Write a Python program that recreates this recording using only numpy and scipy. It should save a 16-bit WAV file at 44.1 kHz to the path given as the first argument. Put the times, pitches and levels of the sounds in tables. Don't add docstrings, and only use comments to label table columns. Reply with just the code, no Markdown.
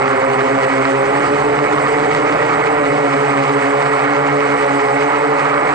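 import sys
import numpy as np
from scipy import signal
from scipy.fft import rfft, irfft, next_fast_len
from scipy.io import wavfile
from scipy.ndimage import uniform_filter1d, map_coordinates

SR = 44100
rng = np.random.default_rng(int(sys.argv[2]) if len(sys.argv) > 2 else 0)


def attenuation_scalar(level_db):
    decades = np.asarray(level_db, float) / 20
    return 10 ** decades


def wrap_up_sound(samples):
    columns = np.atleast_2d(samples).T
    tamed = np.clip(columns, -1, 1)
    steps = np.round(tamed * 32767).astype(np.int16)
    wavfile.write(sys.argv[1], SR, steps)


N = 253134


def unit(x):
    return x / np.sqrt(np.mean(x ** 2) + 1e-20)


def along(points, hz):
    f, v = np.transpose(points)
    return np.interp(np.log(hz + 1), np.log(f + 1), v)


def curves(rows):
    s, *columns = np.transpose(rows)
    return np.array([np.interp(np.arange(N) / SR, s, column) for column in columns])


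def wobble(rate):
    knots = rng.standard_normal(int(N / SR * 100) + 4)
    coarse = np.arange(0, N + 32, 32)
    smooth = map_coordinates(knots, [coarse * min(rate, 99) / SR])
    return np.interp(np.arange(N), coarse, smooth)


def filtered(x, response):
    m = next_fast_len(N + 8192)
    hz = np.fft.rfftfreq(m, 1 / SR)
    return irfft(rfft(x, m) * response(hz), m)[..., :N]


def causal(db):
    cepstrum = irfft(np.log(attenuation_scalar(db) + 1e-6))
    half = len(cepstrum) // 2
    cepstrum[1:half] *= 2
    cepstrum[half + 1:] = 0
    return np.exp(rfft(cepstrum))


# (time [s], throttle [Hz of blade rate], turn [Hz], roll [Hz], pitch [Hz])
STICKS = [(0.0, 134.1, -0.46, 2, 0.73), (0.57, 135.7, -2.5, 1.26, -0.56), (0.72, 135.2, -5.5, 1.07, 1.33),
          (1.0, 136.3, -4, -2, -3), (1.29, 143, 1.1, -2, -2.5), (1.87, 145.9, 0.73, -3.5, 0.44),
          (2.01, 145.3, 4.5, 0.61, 1.27), (2.58, 147.7, 13.5, 0.95, 0.42), (2.73, 148.0, 9, -2.5, -0.52),
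          (3.01, 142.3, 1.5, 0.17, 0.4), (3.3, 139.8, -4, -0.74, 1.68), (3.59, 139.6, -1.17, 0.62, 0.5),
          (4.16, 143.4, -1.85, -1.41, 1.45), (4.45, 142.3, -5, -1.3, 1.6), (4.88, 140.8, -3.5, -0.0, 1.5),
          (5.17, 145.1, -1.9, 2.0, -1.5), (5.6, 145.8, 1.8, 3.5, -2.5), (5.74, 146.3, -1.4, 0.5, -2.5)]
# (trim [Hz], share of turn [1], of roll [1], of pitch [1])
MIXER = [(-10.5, -0.9, -0.27, -0.09), (5.5, 1.0, 0.23, 0.03), (-1.7, -0.14, -0.66, -0.23),
         (2.7, 0.43, -0.09, -0.66), (1.0, 0.12, -0.2, 1.0), (0.3, -0.5, 1.0, -0.05)]


def speeds():
    throttle, *steer = curves(STICKS)
    mix = np.array(MIXER)
    commanded = throttle + mix[:, :1] + mix[:, 1:] @ np.array(steer)
    hunt_hz = 0.8 + 0.09 * np.maximum(steer[0], 0)
    hunt = np.array([wobble(9) for _ in mix])
    return commanded + hunt_hz * hunt


TONES = [
    (-0.5, -5.5, -3, -13, -14, 2.5),
    (-2, -5, -3.5, -6, -10, -11),
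    (-18.5, 0.5, -7, -2.5, -11.5, -9.5),
    (-14.5, -1.5, -15, -6.5, -6.5, -8.5),
    (-13.5, -13, 0, -11.5, -7, -15.5),
    (-25, -9.5, -0.5, -9.5, -9.5, -5.5),
]
# (multiple of blade rate [1], level [dB])
UNBALANCE = [(.5, -35), (1.5, -25), (2.5, -22), (3.5, -14), (4.5, -28)]
LOAD_DB = [-38.5, -38, -30.5, -33, -26.5, -29.5]


def hum(turns):
    out = np.zeros(N)
    blur, flutter_db = 0.25, 1.4
    for turn, load_db, tones in zip(turns, LOAD_DB, TONES):
        load_db = load_db + 1.2 * wobble(11)
        luck = [wobble(12), wobble(22), wobble(30)]
        partials = list(enumerate(tones, 1)) + list(UNBALANCE)
        for n, (k, db) in enumerate(partials):
            phase = 2 * np.pi * (k * turn + rng.random()) + blur * k * luck[n % 3]
            flutter = flutter_db * k ** 0.5 * luck[(n + 1) % 3]
            out += attenuation_scalar(load_db + db + 5.5 + flutter) * np.sin(phase)
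    return out


# (centre [Hz], width [Hz], lift [dB])
ARMS = [(537.7, 34.4, 6.5), (459, 81, 1)]


def arm_hum(turns):
    return filtered(hum(turns), lambda hz: attenuation_scalar(frame_db(hz, ARMS)))


# (frequency [Hz], level [dB per Hz])
SLAP = [(250, -34), (500, -9.5), (800, 4.5), (1300, 5.5), (2200, -3), (2800, -15), (3700, -20), (5200, -25),
        (7200, -33.5), (9400, -50), (12000, -47.5)]


def slap_colour(pair):
    return spread(filtered(pair[:, :N], lambda hz: causal(along(SLAP, hz) + frame_db(hz))))


def slaps(turns):
    pair = np.zeros((2, N + SR))
    eddy_db, scatter_db, jitter_s = 3, 4, 0.0008
    for turn in turns:
        at = np.flatnonzero(np.diff(np.floor(turn)))
        luck = rng.standard_normal((1200, 3))[:len(at)]
        size = attenuation_scalar(eddy_db * wobble(35)[at] + scatter_db * luck[:, 0])
        at = np.abs(at + np.round(jitter_s * SR * luck[:, 1])).astype(int)
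        pair[0, at] += size
        pair[1, at] += size * luck[:, 2]
    return unit(slap_colour(pair))


# (time [s], peak [dB], blades in a row [count])
CRACKS = [(0.0782, -24, 1), (0.0932, -24, 1), (0.2084, -26, 1), (0.6255, -22, 1), (0.633, -20, 3),
          (1.0574, -24, 1), (1.732, -25, 1), (1.8804, -25, 1), (2.1166, -24, 1), (2.1645, -25, 2),
          (2.1854, -25, 1), (2.1984, -25, 1), (2.3251, -20, 3), (2.4514, -25, 1), (2.5306, -23, 1),
          (2.5424, -24, 1), (2.6674, -23, 1), (3.8254, -24, 1), (4.135, -23, 1), (4.1464, -24, 2),
          (4.1654, -25, 1), (4.2714, -25, 1), (4.3684, -24, 1), (4.8135, -25, 1), (4.8414, -24, 1),
          (4.8554, -25, 1), (5.011, -22, 1), (5.0315, -21, 2), (5.3966, -22, 1)]


def cuts():
    out = np.zeros(N)
    next_blade_s, fade_db = 0.0069, 3
    for s, db, blades in CRACKS:
        k = np.arange(blades)
        at = np.round((s + k * next_blade_s) * SR).astype(int)
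        out[at] = attenuation_scalar(db - fade_db * k)
    return out


# (frequency [Hz], level [dB])
CRACK = [(400, -5), (1200, 19), (2300, 21), (3000, 15), (5000, 11), (6500, 5), (9000, -3), (12000, -8)]


def bursts(blows):
    pair = np.roll(blows, 26) * attenuation_scalar(2.5) * [[1], [0.3]]
    return spread(filtered(pair, lambda hz: causal(along(CRACK, hz) + frame_db(hz))))


# (frequency [Hz], level [dB per Hz])
WASH = [(15, -60.5), (60, -36.5), (110, -22.5), (220, -20), (350, -13), (630, -6.5), (1000, -4.5),
        (1600, -12.5), (2250, -17), (2750, -28), (3700, -33.5), (5600, -36), (7400, -34.5), (8900, -40.5),
        (11000, -52.5)]


def wash(turns):
    chop_db, patchy_db = 0.5, 1.5
    z = signal.stft(rng.standard_normal((2, N + 512)), nperseg=512)[2]
    field = rng.standard_normal(z.shape[1:])
    field = uniform_filter1d(uniform_filter1d(field, size=8, axis=0), size=6, axis=1)
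    pair = signal.istft(z * attenuation_scalar(patchy_db * unit(field)), nperseg=512)[1][:, :N]
    chop = attenuation_scalar(chop_db * np.cos(2 * np.pi * turns).sum(0) / 2)
    pair = filtered(pair * chop, lambda hz: attenuation_scalar(along(WASH, hz) + frame_db(hz)))
    return unit(spread(pair))


def air_noise(turns, blows, gust_db):
    roar_db = -19.5 + 1.68 * wobble(3.77)
    swing_db = uniform_filter1d(gust_db - gust_db.mean(), size=round(0.3 * SR))
    swirl_db = 37 + gust_db.mean() + 0.8 * swing_db
    lift = signal.fftconvolve(blows / blows.max(), np.hanning(round(2 * 0.018 * SR)), "same")
    shear_db = -18.5 + 6.5 * np.tanh(lift) / 2 + 1.22 * wobble(45) + 0.27 * wobble(14)
    air = attenuation_scalar(-4) * slaps(turns) + wash(turns)
    low = filtered(air, lambda hz: 1 / (1 + (hz / 420) ** 4))
    high = filtered(air, lambda hz: 1 / (1 + (2300 / (hz + 1)) ** 4))
    middle = air - low - high
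    return attenuation_scalar(swirl_db) * low + attenuation_scalar(roar_db) * middle + attenuation_scalar(shear_db) * high


# (switching rate [Hz], left [dB], right [dB], right leads by [rad])
DRIVERS = [(7985.4, -10, 0, .1), (8042.7, -4, 0, -1.7), (7996.4, 0, -13, .8), (8030.5, 0, -3, -.9)]
# (multiple of blade rate [1], level under the whistle [dB])
SIDEBANDS = [(1, -18), (2, -14), (3, -20)]
COIL_DB = [-51, -43.5, -50.5, -49]
# (beat rate [Hz], in step at [s], share [1])
TWINS = [(1.61, .78, .6), (1.1, 2.9, .3), (.5, 1, .05), (.5, 1, .05)]


def whistle(turns):
    out, t = np.zeros((2, N)), np.arange(N) / SR
    for driver, turn, level_db, (rate, s0, share) in zip(DRIVERS, turns[2:], COIL_DB, TWINS):
        hz, left_db, right_db, lead = driver
        twin = np.abs(1 + share * np.exp(2j * np.pi * rate * (t - s0)))
        beat = np.ones(N)
        for k, db in SIDEBANDS:
            depth = 2 * attenuation_scalar(db + 3 * wobble(15))
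            beat += depth * np.cos(2 * np.pi * k * turn + 0.6 * k * wobble(25))
        phase = 2 * np.pi * (hz * t + rng.random()) + np.array([[0], [lead]])
        sway_db = 0.8 * wobble(4) + 2 * wobble(30) + 2 * wobble(80)
        envelope = attenuation_scalar(level_db + sway_db) * twin * beat
        out += attenuation_scalar([[left_db], [right_db]]) * envelope * np.sin(phase)
    return out


# (time [s], strength [dB])
GUST = [(0.0, -47), (1.01, -59), (1.07, -43.5), (1.21, -47.5), (1.95, -48.5), (2.05, -37), (2.06, -50),
        (2.67, -47.5), (3.5, -63.5), (3.79, -56), (5.51, -56), (5.74, -44.5)]


def gusts():
    return curves(GUST)[0]


def buffet(gust_db):
    lumps = rng.standard_normal((2, N)) * attenuation_scalar(2.7 * wobble(13))
    low = filtered(lumps, lambda hz: hz / (hz + 25) / (1 + (hz / 95) ** 4))
    return attenuation_scalar(gust_db - 2.5) * spread(low / np.std(low))


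# (centre [Hz], width [Hz], lift [dB])
FRAME = [(796, 36, 4), (1249, 370, 5.5), (1934, 160, 5.5), (2182, 215, 6), (2540, 120, 7), (2906, 435, 8.5),
         (3940, 250, 2), (4560, 720, 4), (5010, 210, 2.5), (6660, 410, 2)]


def frame_db(hz, modes=FRAME):
    return sum(db / (1 + (2 * (hz - centre) / width) ** 2) for centre, width, db in modes)


# (frequency [Hz], coherence [1])
ALIKE = [(30, .9), (60, 1), (110, 1), (2100, 1), (2700, .6), (3200, 0.38), (4500, .6), (6000, 0.17),
         (9000, 0.4)]


def spread(pair):
    def shares(hz):
        angle = np.arccos(np.clip(along(ALIKE, hz), 0, 1)) / 2
        return np.array([np.cos(angle), np.sin(angle)])

    mid, side = filtered(pair, shares)
    return np.array([mid + side, mid - side])


# (frequency [Hz], right leads by [rad])
LEAD = [(20, .1), (150, .55), (300, 0.89), (700, 1.7), (1200, 1.56), (2300, 0.95), (2800, 2.87), (3400, 1),
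        (4300, .3), (5500, 0.68), (9000, 1.1)]
# (frequency [Hz], left minus right [dB])
TILT = [(30, -0.5), (190, 0.5), (330, -1), (590, -1.5), (1050, -3.5), (1850, -8), (3280, -2.5), (5800, 0.5),
        (10300, 3.5)]


def ports(x):
    def both(hz):
        half = attenuation_scalar(along(TILT, hz) / 2) * np.exp(-0.5j * along(LEAD, hz))
        return np.array([half, 1 / half])

    return filtered(x, both)


def scene():
    turns = np.cumsum(speeds(), axis=1) / SR + rng.random((len(TONES), 1))
    blows, gust_db = cuts(), gusts()
    heard = arm_hum(turns) + bursts(blows) + air_noise(turns, blows, gust_db) + buffet(gust_db)
    return ports(heard) + whistle(turns)


def levelled(x):
    span = round(0.067 * SR)
    power = uniform_filter1d(uniform_filter1d(np.mean(x ** 2, 0), size=span), size=span)
    return x * attenuation_scalar(-13.5) / np.sqrt(np.abs(power) + 1e-9)


# (time [s], peak [dB])
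WIDE = [(0.1575, -54), (0.4614, -58), (0.6255, -55), (1.504, -63), (1.7604, -61), (1.8068, -60),
        (1.83, -60), (2.0642, -58), (2.1494, -57), (2.3094, -52), (2.3994, -62), (2.457, -62), (2.643, -62),
        (2.6913, -67), (3.275, -58), (3.5483, -62), (4.0831, -62), (4.1525, -56), (4.245, -63),
        (4.477, -63), (4.756, -62), (5.434, -61)]


def band_limited(x):
    edge_hz, sway_hz = 8880, 200

    def top_band(hz):
        notch = np.abs(hz - 10000) > 200
        return (hz > edge_hz + sway_hz) * notch * attenuation_scalar(-3 * (hz > 9800))

    top = unit(filtered(x.mean(0), top_band))
    opened = np.zeros(N)
    for s, db in WIDE:
        opened[round(s * SR) + 240:][:1024] = attenuation_scalar(db - 8) * np.hanning(1024) ** 0.3
    sure = filtered(x, lambda hz: hz <= edge_hz - sway_hz)
    most = filtered(x, lambda hz: hz <= edge_hz + sway_hz)
    flicker = np.array([wobble(40), wobble(40)]) > -0.2
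    kept = uniform_filter1d(1.0 * flicker, size=300)
    return sure + kept * (most - sure) + opened * top


def low_pass(x):
    return signal.sosfilt(signal.butter(12, 10880, fs=SR, output="sos"), x)


def record(dry):
    even = levelled(dry)
    soft = even / (1 + np.abs(even / 0.63) ** 4) ** (1 / 4)
    mix = band_limited(soft)
    return low_pass(mix)


dry = scene()
out = record(dry)
wrap_up_sound(out)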